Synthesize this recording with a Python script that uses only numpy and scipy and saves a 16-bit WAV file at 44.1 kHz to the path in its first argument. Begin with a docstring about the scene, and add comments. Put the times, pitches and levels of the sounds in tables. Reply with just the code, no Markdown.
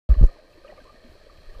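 """A dog plunges into a swimming pool, heard by a camera under water.
Air pockets heave with deep thumps, sinking sines, and surges knock on the camera housing as damped sines.
Spits of spray crack as short noise bursts, and single bubbles ring as wobbling sines with pool echoes.
Random pops, hiss and a swarm of rings, coloured by the housing, make the cloud's wash and fizz.
Slow currents rumble on the housing as low coloured noise."""
import sys
import numpy as np
from scipy import signal
from scipy.io import wavfile
from scipy.ndimage import uniform_filter1d

SR = 44100
rng = np.random.default_rng(int(sys.argv[2]) if len(sys.argv) > 2 else 0)


def unload_wav(signal):
    """Save mono or channel-first audio to the path in sys.argv[1] as 16-bit WAV at rate SR, clipped to [-1, 1]."""
    wavfile.write(
        sys.argv[1],
        SR,
        np.round(np.clip(np.atleast_2d(signal).T, -1, 1) * 32767).astype(np.int16),
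    )


N = 70560  # 1.6 s

# colour of the bubble cloud heard through the resonant housing: pitch_hz, relative density_db [dB per Hz]
CLOUD_COLOUR = [(100, -19), (200, -8), (300, -4.5), (450, -3.5), (590, 2), (690, -6), (800, -13.5),
                (920, -13.5), (1050, -12), (1230, -7.5), (1400, -22), (1570, -12.5), (1680, -14),
                (1830, -8), (2050, -21.5), (2480, -17.5), (2750, -23.5), (3220, -19), (3550, -26),
                (3780, -23), (4000, -14.5), (4400, -15.5), (4580, -21.5), (4950, -22), (5700, -29.5),
                (7000, -34), (8300, -34.5), (12000, -41), (15000, -45)]


def gain_of(db):
    """Decibels to gain."""
    return 10 ** (np.asarray(db) / 20)


def evened(x):
    """Scales to unit rms."""
    return x / np.sqrt(np.mean(x ** 2) + 1e-20)


def add(mix, start_s, sound):
    """Mixes a sound in at its start time, cut at the end of the scene."""
    part = mix[max(round(start_s * SR), 0):][:len(sound)]
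    part += sound[:len(part)]


def level(points):
    """Gain along a level curve, silent until the sound cuts in, opening within a millisecond."""
    cut_in_s, rise_s = 0.0899, 0.001
    t = np.arange(N) / SR
    times_s, levels_db = np.transpose(points)
    opening = np.clip((t - cut_in_s) / rise_s, 0, 1)
    return gain_of(np.interp(t, times_s, levels_db)) * opening


def colour(x, points):
    """Causal minimum-phase filter with the given spectrum, so that clicks ring in its peaks."""
    points_hz, points_db = np.transpose(points)
    bins_hz = abs(np.fft.fftfreq(N, 1 / SR)) + 1  # 1 Hz up, to keep the logarithm finite
    log_gain = np.log(gain_of(np.interp(np.log(bins_hz), np.log(points_hz), points_db)))
    response = np.exp(np.conj(signal.hilbert(log_gain)))
    return np.fft.ifft(np.fft.fft(x) * response).real


def pool(x):
    """Adds a short scatter of decaying echoes from the surface and floor."""
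    echo_db, t60_s, echoes_per_s = -9.5, 0.12, 2000
    t = np.arange(SR // 4) / SR
    strikes = rng.standard_normal(len(t)) * (rng.random(len(t)) < echoes_per_s / SR)
    taps = strikes * gain_of(-60 * t / t60_s)
    echoes = signal.fftconvolve(x, taps / np.linalg.norm(taps))[:N]
    return x + gain_of(echo_db) * echoes


def currents():
    """Stirred water pushes slowly on the housing: low noise, evened over about 90 ms."""
    # spectrum of the push: pitch_hz, relative density_db [dB per Hz]
    rumble_colour = [(8, -5), (22, 10), (36, 2), (60, -3.5), (100, -9.5), (170, -19.5), (400, -46.5)]
    # strength of the push: time_s, rms level_db
    rumble_level = [(.09, -51), (.3, -49.5), (.4, -58.5), (.55, -54.5), (.68, -53.5), (.76, -53),
                    (.82, -51.5), (.9, -55), (1.03, -54.5), (1.11, -47), (1.17, -54.5), (1.36, -51),
                    (1.45, -50), (1.6, -48.5)]
    push = colour(rng.standard_normal(N), rumble_colour)
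    push /= np.sqrt(uniform_filter1d(push ** 2, size=4000))
    return push * level(rumble_level)


def swarm():
    """Many bubbles of random size, each ringing for a few cycles through the housing."""
    count, low_hz, high_hz = 400, 300, 3400
    decay_cycles, spread_db = 6.7, 4.5
    out, t = np.zeros(N), np.arange(SR // 12) / SR
    for when, size, strength in rng.random((count, 3)):
        hz = low_hz * (high_hz / low_hz) ** size
        shape = (1 - np.exp(-hz * t)) * np.exp(-hz * t / decay_cycles)
        ring = shape * np.sin(2 * np.pi * hz * t)
        add(out, when * N / SR, hz * gain_of(spread_db * strength ** 2) * ring)
    return evened(colour(out, CLOUD_COLOUR))


def pops(per_s, spread_db, share):
    """Random pops of uneven size over the hiss of countless smaller ones; share is the pops' power."""
    sizes = gain_of(spread_db * np.minimum(rng.exponential(1, N), 4)) * rng.choice([-1, 1], N)
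    near = evened(sizes * (rng.random(N) < per_s / SR))
    hiss = rng.standard_normal(N)
    return np.sqrt(share) * near + np.sqrt(1 - share) * hiss


def cloud():
    """The bubble cloud: a muffled wash with the swarm in it, and a treble fizz with pool echoes."""
    # strength of the wash: time_s, level_db
    wash_level = [(.09, -41), (.12, -43), (.17, -49), (.25, -47), (.32, -54), (.42, -55.5), (.6, -58),
                  (.7, -50.5), (.8, -56), (.92, -55.5), (1.02, -56.5), (1.3, -56.5), (1.6, -55)]
    # strength of the treble fizz: time_s, level_db
    fizz_level = [(.09, -54.5), (.16, -58.5), (.25, -59.5), (.32, -62.5), (.5, -64.5), (.7, -61), (.9, -62),
                  (1.2, -62), (1.6, -61)]
    split_hz, swarm_db = 1846, -2.5  # swarm level is relative to the popping wash
    low = signal.butter(4, split_hz, "low", fs=SR, output="sos")
    high = signal.butter(4, split_hz, "high", fs=SR, output="sos")
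    wash = signal.sosfilt(low, colour(pops(per_s=820, spread_db=5, share=0.47), CLOUD_COLOUR))
    fizz = signal.sosfilt(high, colour(pops(per_s=2900, spread_db=9.5, share=0.2), CLOUD_COLOUR))
    wash = evened(wash) + gain_of(swarm_db) * swarm()
    return evened(wash) * level(wash_level) + evened(pool(fizz)) * level(fizz_level)


def bubble(hz, level_db, t60_s):
    """A bubble pinches off, holds and rings out, wobbling and rising slightly in pitch."""
    rise_s, hold_share = 0.0036, 0.092  # hold, rise included, as a share of t60
    glide_per_s = 0.45  # pitch rise as a share of the starting pitch
    wobble_depth, wobble_share = 0.22, 0.07  # wobble bandwidth as a share of the pitch
    t = np.arange(SR // 4) / SR
    fade_db = 60 * np.maximum(t / t60_s - hold_share, 0)
    shape = np.minimum(t / rise_s, 1) * gain_of(level_db - fade_db)
    smooth = signal.butter(2, np.clip(wobble_share * hz, 5, 2000), fs=SR, output="sos")
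    wobble = evened(signal.sosfilt(smooth, rng.standard_normal((2, len(t)))))
    in_phase, sideways = wobble_depth * wobble
    turn = 2 * np.pi * hz * (t + glide_per_s * t ** 2 / 2)
    ring = (1 + in_phase) * np.sin(turn) + sideways * np.cos(turn)
    return shape * ring / np.sqrt(1 + 2 * wobble_depth ** 2)


def bubbles():
    """Single bubbles ring out in the pool, with echoes from its surface and floor."""
    # bubbles pinching off: start_s, starting pitch_hz, level_db before echoes, t60_s of the fade after the hold
    bubble_rows = [(.098, 1186, -43, 0.081), (.147, 1112, -41.5, .04), (.173, 615, -42, 0.11),
                   (.212, 1210, -44, 0.048), (.282, 1234, -47, 0.051), (.312, 686, -47, .07),
                   (.385, 601, -43, 0.037), (.530, 2613, -54.5, 0.032), (.574, 345, -45.5, 0.065),
                   (.645, 552.5, -39, 0.053), (.645, 1243, -45, 0.063), (.678, 2850, -44.5, 0.022),
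                   (.681, 2465, -48, .03), (.690, 589, -38, 0.073), (.701, 1940, -45, 0.03),
                   (.718, 578, -41.5, 0.055), (.725, 737, -37.5, 0.027), (.778, 2200, -50.5, 0.029),
                   (.778, 1187, -45.5, 0.027), (.788, 586, -38.5, 0.057), (.800, 1570, -50.5, 0.064),
                   (.852, 1027, -48.5, 0.063), (.874, 1142, -49, 0.062), (.893, 1186, -45.5, 0.053),
                   (.897, 584, -47, 0.057), (.958, 1830, -51.5, 0.039), (1.044, 237, -46, 0.14),
                   (1.117, 390, -47.5, .06), (1.15, 416, -47.5, 0.047), (1.211, 648, -48, 0.043),
                   (1.212, 1735, -50.5, 0.041), (1.266, 522, -40.5, 0.038), (1.295, 1196, -48, 0.044),
                   (1.384, 569, -48.5, 0.036), (1.489, 404, -47.5, 0.064), (1.495, 1847, -54, 0.05),
                   (1.547, 1180, -47.5, 0.027), (1.594, 560, -42, .05)]
    rings = np.zeros(N)
    for start_s, hz, level_db, t60_s in bubble_rows:
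        add(rings, start_s, bubble(hz, level_db, t60_s))
    return pool(rings)


def cracks():
    """Short bright spits of spray: coloured noise that starts at once and decays."""
    # spits: start_s, starting level_db, decay_s [time constant]
    spit_rows = [(.230, -48.5, 0.0066), (.2393, -44.5, 0.0026), (0.248, -47.5, .004), (0.266, -53.5, .007),
                 (.843, -51, 0.0011)]
    # spectrum of the spray: pitch_hz, relative density_db [dB per Hz]
    spray_colour = [(500, 7), (2500, -1.5), (6000, -4), (15000, -16.5)]
    spits, t = np.zeros(N), np.arange(SR // 20) / SR
    for start_s, level_db, decay_s in spit_rows:
        add(spits, start_s, gain_of(level_db) * np.exp(-t / decay_s))
    return spits * evened(colour(rng.standard_normal(N), spray_colour))


def knock(hz, level_db, t60_s):
    """A dull, quickly damped blow on the housing, with the thud of its echoes."""
    rise_s, thud_db, thud_t60_s = 0.001, -23, 0.12
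    t = np.arange(SR // 8) / SR
    shape = gain_of(level_db - 60 * t / t60_s) * (1 - np.exp(-t / rise_s))
    blow = -shape * np.sin(2 * np.pi * hz * t)
    taps = rng.standard_normal(len(t)) * gain_of(-60 * t / thud_t60_s)
    thud = signal.fftconvolve(blow, taps / np.linalg.norm(taps))[:len(t)]
    return blow + gain_of(thud_db) * thud


def knocks():
    """Surges of water knock on the housing."""
    # surges: start_s, pitch_hz, level_db before the rise softens it, t60_s
    knock_rows = [(0.0939, 135, -21, .05), (0.165, 230, -31, .03), (0.2123, 84.8, -2.5, 0.034),
                  (0.2278, 95, -6, 0.034), (0.2391, 400, -8.5, 0.011), (0.73, 172, -46.5, 0.055),
                  (0.814, 255, -46, 0.058), (0.943, 240, -43.5, 0.038), (1.383, 80, -41.5, 0.077),
                  (1.407, 170, -49.5, 0.048)]
    blows = np.zeros(N)
    for start_s, hz, level_db, t60_s in knock_rows:
        add(blows, start_s, knock(hz, level_db, t60_s))
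    return blows


def thump(swell_s, hz, level_db, decay_s, sag_s, curve):
    """An air pocket swells into a deep throb and dies away, its pitch sinking from the start."""
    low_share = 0.29  # share of the starting pitch that it sinks towards
    t = np.arange(SR // 4) / SR
    pitch = hz * (low_share + (1 - low_share) * np.exp(-(t / sag_s) ** 2))
    swell = np.minimum(t / swell_s, 1) ** curve
    decay = np.exp(-np.maximum(t - swell_s, 0) / decay_s)
    shape = uniform_filter1d(swell * decay, size=150)  # rounds corners over 3.4 ms
    return -gain_of(level_db) * shape * np.sin(2 * np.pi * np.cumsum(pitch) / SR)


def thumps():
    """Pockets of air heave in the water with deep thumps."""
    # pockets: start_s, swell_s, starting pitch_hz, level_db before rounding, decay_s [time constant],
    # sag_s [time scale of the pitch fall], curve [power of the swell]
    thump_rows = [(0.0934, 0.029, 61.1, -4.5, 0.011, 0.047, 0.38),
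                  (.162, 0.0404, 70.3, -6.5, 0.024, 0.03, 1.15),
                  (.228, 0.01503, 54.47, -0.08, 0.015, 0.02094, 0.27),
                  (1.467, 0.031, 30.2, -31.5, 0.033, 0.051, 0.39),
                  (1.56, 0.0094, 40.5, -30, 0.023, 0.017, 0.93)]
    heaves = np.zeros(N)
    for start_s, *settings in thump_rows:
        add(heaves, start_s, thump(*settings))
    return heaves


def scene():
    """Currents, cloud and bubbles in the pool, with spray, knocks and thumps close by."""
    surroundings = currents() + cloud() + bubbles()
    close_by = cracks() + knocks() + thumps()
    return (surroundings + close_by)[None]


def record(dry):
    """The camera rounds off the loudest peaks, then limits the band."""
    knee, room, edge_hz = 0.93, 0.01, 15250  # rounding starts at the knee and ends within the room above
    held = np.clip(dry, -knee, knee)
    rounded = held + room * np.tanh((dry - held) / room)
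    band = signal.firwin(511, edge_hz, window=("kaiser", 9), fs=SR)
    return signal.oaconvolve(rounded, band[None], "same")


dry = scene()
out = record(dry)
unload_wav(out)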